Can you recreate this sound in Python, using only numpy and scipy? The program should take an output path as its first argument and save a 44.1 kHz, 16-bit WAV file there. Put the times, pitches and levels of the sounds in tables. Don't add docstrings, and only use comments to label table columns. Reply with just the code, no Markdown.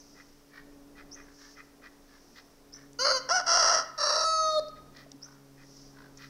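import sys
import numpy as np
from scipy import signal
from scipy.fft import rfft, irfft, next_fast_len
from scipy.io import wavfile
from scipy.ndimage import uniform_filter1d

SR = 44100
rng = np.random.default_rng(int(sys.argv[2]) if len(sys.argv) > 2 else 0)


def generate_wav(sig):
    pcm = np.round(np.clip(np.atleast_2d(sig).T, -1, 1) * 32767).astype(np.int16)
    wavfile.write(sys.argv[1], SR, pcm)


N = 277389
TIME_S = np.arange(N) / SR

# frequency in Hz, relative density in dB per Hz.
AIR_SPECTRUM = [(8, -22), (18, 0), (27, -1.5), (38, -21), (52, -11), (90, -23), (230, -14.5), (400, -16.5),
                (670, -20), (1100, -24), (1900, -30), (2800, -33.5), (5200, -33.5), (7700, -36.5),
                (15500, -39)]
AIR_RMS_DB = -58.5

# time in seconds, first order level in dB, second order level in dB.
ENGINE_LEVELS = [(0.0, -73, -60), (0.42, -73, -66), (0.7, -69, -55.5), (2.52, -82.5, -66.5),
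                 (2.79, -64.5, -58), (3.78, -66.5, -62.5), (4.2, -74, -79.5), (4.57, -64, -61.5),
                 (6.17, -60.5, -59), (6.29, -57, -56.5)]
ENGINE_START_HZ, ENGINE_SAG_HZ_PER_S = 142.4, 0.7

# centre in seconds, time from peak to 1/e in seconds, peak level in dB.
INSECT_SWELLS = [(.07, 0.23, -64.5), (1.462, 0.12, -59), (2.294, 0.22, -71.5), (5.786, 0.13, -59.5),
                 (6.3, .13, -68)]
INSECT_BED_DB = -73

# start in seconds, level before the envelope in dB.
BIRD_CHIRPS = [(-.03, -51.5), (1.109, -46), (2.723, -47), (5.216, -46)]

# centre in seconds, half length (to -17 dB) in seconds, body level in dB,
# gritty top level in dB.
SCUFF_STROKES = [(.193, 0.041, -54.5, -67), (0.573, .07, -55, -63.5), (0.994, 0.039, -51.5, -63.5),
                 (1.192, 0.039, -51.5, -70), (1.28, .08, -62, -76), (1.449, 0.076, -57.5, -61.5),
                 (1.595, 0.037, -50, -65), (1.855, 0.037, -50.5, -61.5), (2.139, .08, -63, -69),
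                 (2.383, 0.034, -54.5, -55.5), (2.799, .075, -58, -69), (4.777, 0.027, -60, -65),
                 (4.993, 0.062, -55.5, -58.5), (5.305, .11, -60.5, -76), (5.614, 0.046, -57.5, -69),
                 (6.02, 0.091, -56, -65.5), (6.228, 0.057, -52.5, -55.5)]
# frequency in Hz, relative level in dB.
GRIT_SPECTRUM = [(1500, -19), (3000, -0.5), (4300, 6), (5400, 6.5), (6500, -7), (9000, -27), (16000, -9)]
# multiple of the body resonance, half width (to -12 dB) in Hz,
# relative level in dB.
SCUFF_BODY_MODES = [(.66, 232, -2), (0.838, 190, -4), (1.003, 161, 4.5), (1.26, 170, -4.5),
                    (1.66, 350, -17)]
QUICK_HALF_S, SLOW_HALF_S = 0.06, 0.1
QUICK_BODY_HZ, SLOW_BODY_HZ, SLOW_JUDDER_DEPTH = 1950, 1430, 0.9

# start in seconds, # peak
# level in dB, ring in Hz, T60 in seconds.
SHORT_RINGS = [(2.932, -44, 6400, .0065), (4.683, -41, 5100, .042), (4.969, -42, 4870, 0.013),
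               (5.062, -48.5, 634, .06), (5.1174, -34.5, 5300, 0.011), (5.129, -47, 272, 0.14),
               (6.173, -42.5, 6060, 0.043)]

# delay in seconds, relative level in dB.
YARD_ECHOES = [(.021, -23), (.052, -20), (.09, -18)]
# frequency in Hz, T60 in seconds.
YARD_DECAY = [(300, 0.28), (1200, 0.86), (3000, 0.73), (5500, 0.43), (12000, 0.13)]

# centre in Hz, half width (to -12 dB) in Hz, relative level in dB.
HALF_OPEN_MODES = [(583, 170, 18.5), (990, 155, -6), (1378, 146, 8), (2017, 290, -10.5), (2950, 215, -14),
                   (4250, 160, 1.5), (4674, 250, 5.5), (5380, 205, -2.5), (6310, 420, -6), (8400, 490, -31),
                   (9820, 180, -18), (11050, 660, -40), (12700, 580, -39)]
HALF_OPEN_CLEAR_MODES = [(553, 160, 7), (1067, 93, -14), (1510, 400, -12), (2120, 200, -10.5),
                         (2930, 186, -13), (4275, 177, -10), (4747, 207, 5), (5510, 110, -1),
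                         (6180, 400, -4.5), (8700, 660, -29.5), (9850, 230, -29), (10900, 410, -33),
                         (12900, 450, -33)]
WIDE_OPEN_MODES = [(633, 303, 18), (1032, 53, 2), (1367, 192, 4.5), (1756, 367, -4), (2830, 170, -15),
                   (3255, 250, -20.5), (4120, 220, -16.5), (4817, 330, -5), (5587, 475, 0),
                   (6130, 460, -14.5), (6980, 160, -27), (8130, 760, -28.5), (8940, 410, -35),
                   (10560, 820, -35)]
NARROWING_MODES = [(592, 207, -9.5), (1018, 135, -1), (1328, 113, 5), (1740, 330, -10.5),
                   (2730, 240, -18.5), (4016, 250, -4), (4650, 280, 1), (5550, 310, 3.5),
                   (6300, 300, -11.5), (7100, 120, -22), (8260, 970, -26), (9870, 320, -23.5),
                   (11060, 310, -28.5)]
WHINE_MODES = [(586, 370, 2.5), (1195, 344, -1.5), (2660, 130, -26.5), (3717, 89, 3.5), (4345, 340, 3),
               (5080, 190, -6.5), (5630, 160, -10.5), (6338, 107, 1.5), (7060, 820, -19), (8540, 500, -28),
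               (9670, 340, -17.5), (10100, 160, -27), (10800, 290, -24), (11900, 300, -32)]

# start in seconds, length in seconds, rise to the top pitch in seconds, first pitch in Hz,
# top pitch in Hz, last pitch in Hz, attack time constant in seconds, release in seconds, chest level in dB,
# open mouth level in dB, shrill edge level in dB, roughness 0-1, quaver in dB.
BLEAT_EVENTS = [(2.985, 0.21, .075, 471, 556, 493.5, 0.0063, 0.031, -36, -34.5, -27.5, 0.22, 0),
                (3.285, .134, .053, 501, 750, 655, .002, .032, -32, -27.5, -28.5, .31, 2),
                (3.459, .371, .1, 655, 675, 648, 0.012, .082, -32, -27, -22.2, .77, .5),
                (3.974, .29, 0.25, 600, 643, 635, .014, 0.034, -33, -31.5, -26.5, .3, .5)]
# start in seconds, length in seconds, roughness 0-1,
# pitch bend as a share, level change in dB.
RASP_SPELLS = [(3.047, 0.076, 0.79, .05, 5), (3.269, 0.038, 0.88, 0.00084, -6.5),
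               (3.39, 0.043, 0.86, -0.014, -3.5), (3.45, 0.31, 0.77, 0, -0.5),
               (3.961, 0.28, .72, -.06, -0.5)]
RASP_BREAK_S, RASP_SHRILL_SHARE = 0.0041, 0.47
PITCH_ARCH_POWER, QUAVER_HZ = 1.5, 19.1
ONSET_DB, RELEASE_DB = -19, -16
CHEST_LAG, SHRILL_LAG = 1.7, 1.53
SHRILL_TIRING_DB_PER_S = -13

WHINE_START_S, WHINE_LENGTH_S, WHINE_ATTACK_S = 4.238, 0.362, 0.0057
WHINE_START_HZ, WHINE_SAG_HZ, WHINE_ROUGHNESS = 645.5, 30.76, 0.022
WHINE_REGISTERS_DB, WHINE_TIRING_DB_PER_S = (-35, -27.5, -32), -19
CLOSING_S, CLOSING_CHANGES_DB = 0.074, (10, -11.5, 4)
LET_GO_S, LET_GO_HZ, LET_GO_ROUGHNESS, LET_GO_DB = 0.009, 56, 0.37, -3.5

BAND_EDGE_HZ = 15750


def amp(db):
    return 10 ** (np.asarray(db) / 20)


def unit(x):
    return x / np.sqrt(np.mean(x ** 2) + 1e-20)


def read(points, hz):
    table_hz, value = np.transpose(points)
    return np.interp(np.log(hz + 1), np.log(table_hz + 1), value)


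def add(mix, start_s, sound):
    start = round(start_s * SR)
    sound = sound[max(-start, 0):]
    part = mix[max(start, 0):][:len(sound)]
    part += sound[:len(part)]


def shape(x, gain, padding=4096):
    n = next_fast_len(len(x) + padding)
    return irfft(rfft(x, n) * gain(np.fft.rfftfreq(n, 1 / SR)), n)[:len(x)]


def hiss(points, n):
    return unit(shape(rng.standard_normal(n), lambda f: amp(read(points, f))))


def below(f, edge_hz, order=16):
    return 1 / (1 + (f / edge_hz) ** order)


def wobble(n, rate_hz):
    return unit(shape(rng.standard_normal(n), lambda f: below(f, rate_hz, order=4)))


def throat(x, modes):
    def response(f):
        gain = sum(amp(db) / (1 + ((f - hz) / width_hz) ** 2) ** 2 for hz, width_hz, db in modes)
        lag = sum(np.arctan((f - hz) / width_hz) + np.arctan((f + hz) / width_hz)
                  for hz, width_hz, db in modes)
        return gain * np.exp(-4j * lag)
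    return shape(x, response)


def air(swell_db=2.0, sway_edge_hz=900):
    noise = amp(AIR_RMS_DB) * hiss(AIR_SPECTRUM, N)
    low = shape(noise, lambda f: below(f, sway_edge_hz, order=4))
    high = noise - low
    return low * amp(swell_db * wobble(N, 2.4)) + high


def engine(third_db=-9, fourth_db=-14, half_db=-13):
    table_s, first_db, second_db = np.transpose(ENGINE_LEVELS)
    first_db = np.interp(TIME_S, table_s, first_db)
    second_db = np.interp(TIME_S, table_s, second_db)
    hz = ENGINE_START_HZ - ENGINE_SAG_HZ_PER_S * TIME_S
    turns = np.cumsum(hz * (1 + 0.0043 * wobble(N, 10.6))) / SR
    orders = [(1, first_db), (1.5, first_db + half_db), (2, second_db),
              (3, second_db + third_db), (4, second_db + fourth_db)]
    hum = np.zeros(N)
    for order, db in orders:
        level = np.sqrt(2) * amp(db + 0.62 * wobble(N, 11.0))
        hum += level * np.sin(2 * np.pi * (order * turns + rng.random()))
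    return hum


def insects(centre_hz=5500, width_hz=1300):
    buzz = unit(throat(rng.standard_normal(N), [(centre_hz, width_hz, 0)]))
    swells = sum(amp(db) * np.exp(-((TIME_S - centre_s) / half_s) ** 2)
                 for centre_s, half_s, db in INSECT_SWELLS)
    return buzz * (amp(INSECT_BED_DB) + swells) * amp(1.2 * wobble(N, 70))


def bird(length_s=0.053, start_hz=5200, top_hz=6100, rise_s=0.02, second_voice_db=-4):
    out, t = np.zeros(N), np.arange(0, length_s, 1 / SR)
    envelope = np.minimum(t / 0.014, 1) * np.sqrt(1 - t / length_s)
    for start_s, db in BIRD_CHIRPS:
        hz = top_hz + (start_hz - top_hz) * np.exp(-(t / rise_s) ** 2) + 130 * wobble(len(t), 340)
        phase = 2 * np.pi * np.cumsum(hz) / SR
        song = unit(np.sin(phase) + amp(second_voice_db) * np.sin(0.915 * phase))
        flutter = amp(db + 3.9 * wobble(len(t), 220))
        add(out, start_s, song * flutter * envelope)
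    return out


def scuffs(grain_db=1.9, judder_hz=53, squareness=2.4):
    out, t = np.zeros(N), np.arange(-SR // 4, SR // 4) / SR
    for centre_s, half_s, body_db, grit_db in SCUFF_STROKES:
        slow = np.clip((half_s - QUICK_HALF_S) / (SLOW_HALF_S - QUICK_HALF_S), 0, 1)
        body_hz = QUICK_BODY_HZ + (SLOW_BODY_HZ - QUICK_BODY_HZ) * slow
        modes = [(k * body_hz, width_hz, db) for k, width_hz, db in SCUFF_BODY_MODES]
        body = unit(throat(rng.standard_normal(len(t)), modes))
        grit = hiss(GRIT_SPECTRUM, len(t))
        judder = np.sin(2 * np.pi * judder_hz * t + wobble(len(t), 27))
        slips = 1 + SLOW_JUDDER_DEPTH * slow * judder
        grain = amp(grain_db * wobble(len(t), 99))
        stroke = np.exp(-2 * abs(t / half_s) ** squareness) * unit(slips * grain)
        add(out, centre_s + t[0], stroke * (amp(body_db) * body + amp(grit_db) * grit))
    return out


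def short_rings(spread=0.042):
    out, t = np.zeros(N), np.arange(SR // 5) / SR
    for start_s, peak_db, hz, t60_s in SHORT_RINGS:
        ringing = throat(rng.standard_normal(len(t)), [(hz, spread * hz / np.sqrt(t60_s), 0)])
        burst = ringing[len(t) // 2:]
        burst_t = t[:len(burst)]
        burst = burst * amp(-60 * burst_t / t60_s) * (1 - np.exp(-burst_t * hz))
        add(out, start_s, amp(peak_db) * burst / abs(burst).max())
    return out


def yard(x, tail_db, echo_db, dull_hz=2600, treble_db=-7):
    taps = rng.standard_normal(SR) * (rng.random(SR) < 2500 / SR)
    taps = taps * np.clip(TIME_S[:SR] / 0.0044, 0, 1)
    hz, t, bands = signal.stft(taps, SR, nperseg=256)
    decay = amp(-60 * t / read(YARD_DECAY, hz)[:, None])
    tail = signal.istft(bands * decay, SR, nperseg=256)[1]
    echoes = np.zeros(len(tail))
    for delay_s, db in YARD_ECHOES:
        add(echoes, delay_s, amp([db]))
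    echoes = shape(echoes, lambda f: amp(echo_db + treble_db * (1 - below(f, dull_hz, order=4))))
    response = amp(tail_db) * tail / np.linalg.norm(tail) + echoes
    return x + signal.fftconvolve(x, response)[:N]


def folds(hz, rough, shimmer_db=6.8, doubling=0.44, leak=0.036, harmonics=27):
    n = len(hz)
    chaos = rough ** 1.5
    jitter = 0.095 * chaos * wobble(n, 150) + 0.0009 * wobble(n, 40)
    turns = np.cumsum(hz * (1 + jitter)) / SR
    pulses = unit(sum(np.cos(2 * np.pi * k * turns) for k in range(1, harmonics + 1)))
    alternate = 1 + doubling * chaos * np.cos(np.pi * turns)
    rush = (0.55 * chaos + leak) * rng.standard_normal(n)
    rattle = amp(shimmer_db * chaos * np.tanh(wobble(n, 210)))
    return (pulses * alternate + rush) * rattle


def rasp(t, rough):
    bend, gain_db = 1, 0
    for start_s, length_s, harsh, share, db in RASP_SPELLS:
        since = t - start_s
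        inside = (np.tanh(since / RASP_BREAK_S) - np.tanh((since - length_s) / RASP_BREAK_S)) / 2
        rough = rough + (harsh - rough) * inside
        bend = bend + share * np.sin(np.pi * np.clip(since / length_s, 0, 1))
        gain_db = gain_db + db * inside
    return rough, bend, gain_db


def cry(hz, rough, effort_db, mouth, clear_mouth, window=1100):
    t = TIME_S[:len(hz)]
    rough = np.clip(rough, 0, 1)
    drive = folds(hz, rough)
    strained = np.clip(rough / 0.5, 0, 1)
    sound = throat(drive * strained, mouth) + throat(drive * (1 - strained), clear_mouth)
    sound = shape(sound, lambda f: 1 - below(f, 317, order=6))
    chest = shape(sound, lambda f: below(f, 917))
    middle = shape(sound, lambda f: below(f, 2700)) - chest
    shrill = sound - chest - middle
    out = 0
    for register, db in zip((chest, middle, shrill), effort_db):
        power = uniform_filter1d(uniform_filter1d(register ** 2, window), window)
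        out = out + amp(db) * register / np.sqrt(abs(power) + 1e-12)
    return out * np.clip(np.minimum(t, t[-1] - t) / 0.0029, 0, 1)


def bleat(row, mouth, clear_mouth):
    (start_s, length_s, rise_s, first_hz, top_hz, last_hz, attack_s, release_s,
     chest_db, open_db, shrill_db, rough, quaver_db) = row
    t = np.arange(0, length_s, 1 / SR)
    rising = np.clip(1 - t / rise_s, 0, 1) ** PITCH_ARCH_POWER
    falling = np.clip((t - rise_s) / max(length_s - rise_s, 1 / SR), 0, 1) ** PITCH_ARCH_POWER
    hz = top_hz + (first_hz - top_hz) * rising + (last_hz - top_hz) * falling
    rough, bend, rasp_db = rasp(start_s + t, rough)
    release = RELEASE_DB * np.clip(1 - (length_s - t) / release_s, 0, 1) ** 2
    hold = release - quaver_db * np.cos(2 * np.pi * QUAVER_HZ * t)
    chest_on, open_on, shrill_on = (ONSET_DB * np.exp(-t / (lag * attack_s))
                                    for lag in (CHEST_LAG, 1, SHRILL_LAG))
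    tiring = SHRILL_TIRING_DB_PER_S * t
    effort_db = (chest_db + hold + chest_on + rasp_db,
                 open_db + hold + open_on + rasp_db,
                 shrill_db + hold + shrill_on + RASP_SHRILL_SHARE * rasp_db + tiring)
    return start_s, cry(hz * bend, rough, effort_db, mouth, clear_mouth)


def whine():
    t = np.arange(0, WHINE_LENGTH_S, 1 / SR)
    left_s = WHINE_LENGTH_S - t
    closing = np.exp(-(left_s / CLOSING_S) ** 2)
    slack = np.exp(-left_s / LET_GO_S)
    sag = WHINE_SAG_HZ * (t / WHINE_LENGTH_S) ** PITCH_ARCH_POWER
    hz = WHINE_START_HZ - sag - LET_GO_HZ * slack
    level = ONSET_DB * np.exp(-t / WHINE_ATTACK_S) + LET_GO_DB * slack
    chest, middle, shrill = (db + level + shut_db * closing
                             for db, shut_db in zip(WHINE_REGISTERS_DB, CLOSING_CHANGES_DB))
    effort_db = (chest, middle, shrill + WHINE_TIRING_DB_PER_S * t)
    rough = WHINE_ROUGHNESS + LET_GO_ROUGHNESS * slack
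    return WHINE_START_S, cry(hz, rough, effort_db, NARROWING_MODES, WHINE_MODES)


def goat():
    out = np.zeros(N)
    mouths = [(HALF_OPEN_MODES, HALF_OPEN_CLEAR_MODES), (WIDE_OPEN_MODES, WIDE_OPEN_MODES),
              (WIDE_OPEN_MODES, WIDE_OPEN_MODES), (NARROWING_MODES, WHINE_MODES)]
    for row, (mouth, clear_mouth) in zip(BLEAT_EVENTS, mouths):
        add(out, *bleat(row, mouth, clear_mouth))
    add(out, *whine())
    return out


def scene():
    background = air() + engine() + insects()
    ground = yard(scuffs(), tail_db=-18, echo_db=-5) + short_rings()
    animals = yard(bird(), tail_db=-13.0, echo_db=4) + yard(goat(), tail_db=-15.7, echo_db=-1.5)
    return (background + ground + animals)[None]


def record(dry):
    lowpass = signal.firwin(511, BAND_EDGE_HZ, window=("kaiser", 9), fs=SR)
    return signal.oaconvolve(dry, lowpass[None], "same")


dry = scene()
out = record(dry)
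generate_wav(out)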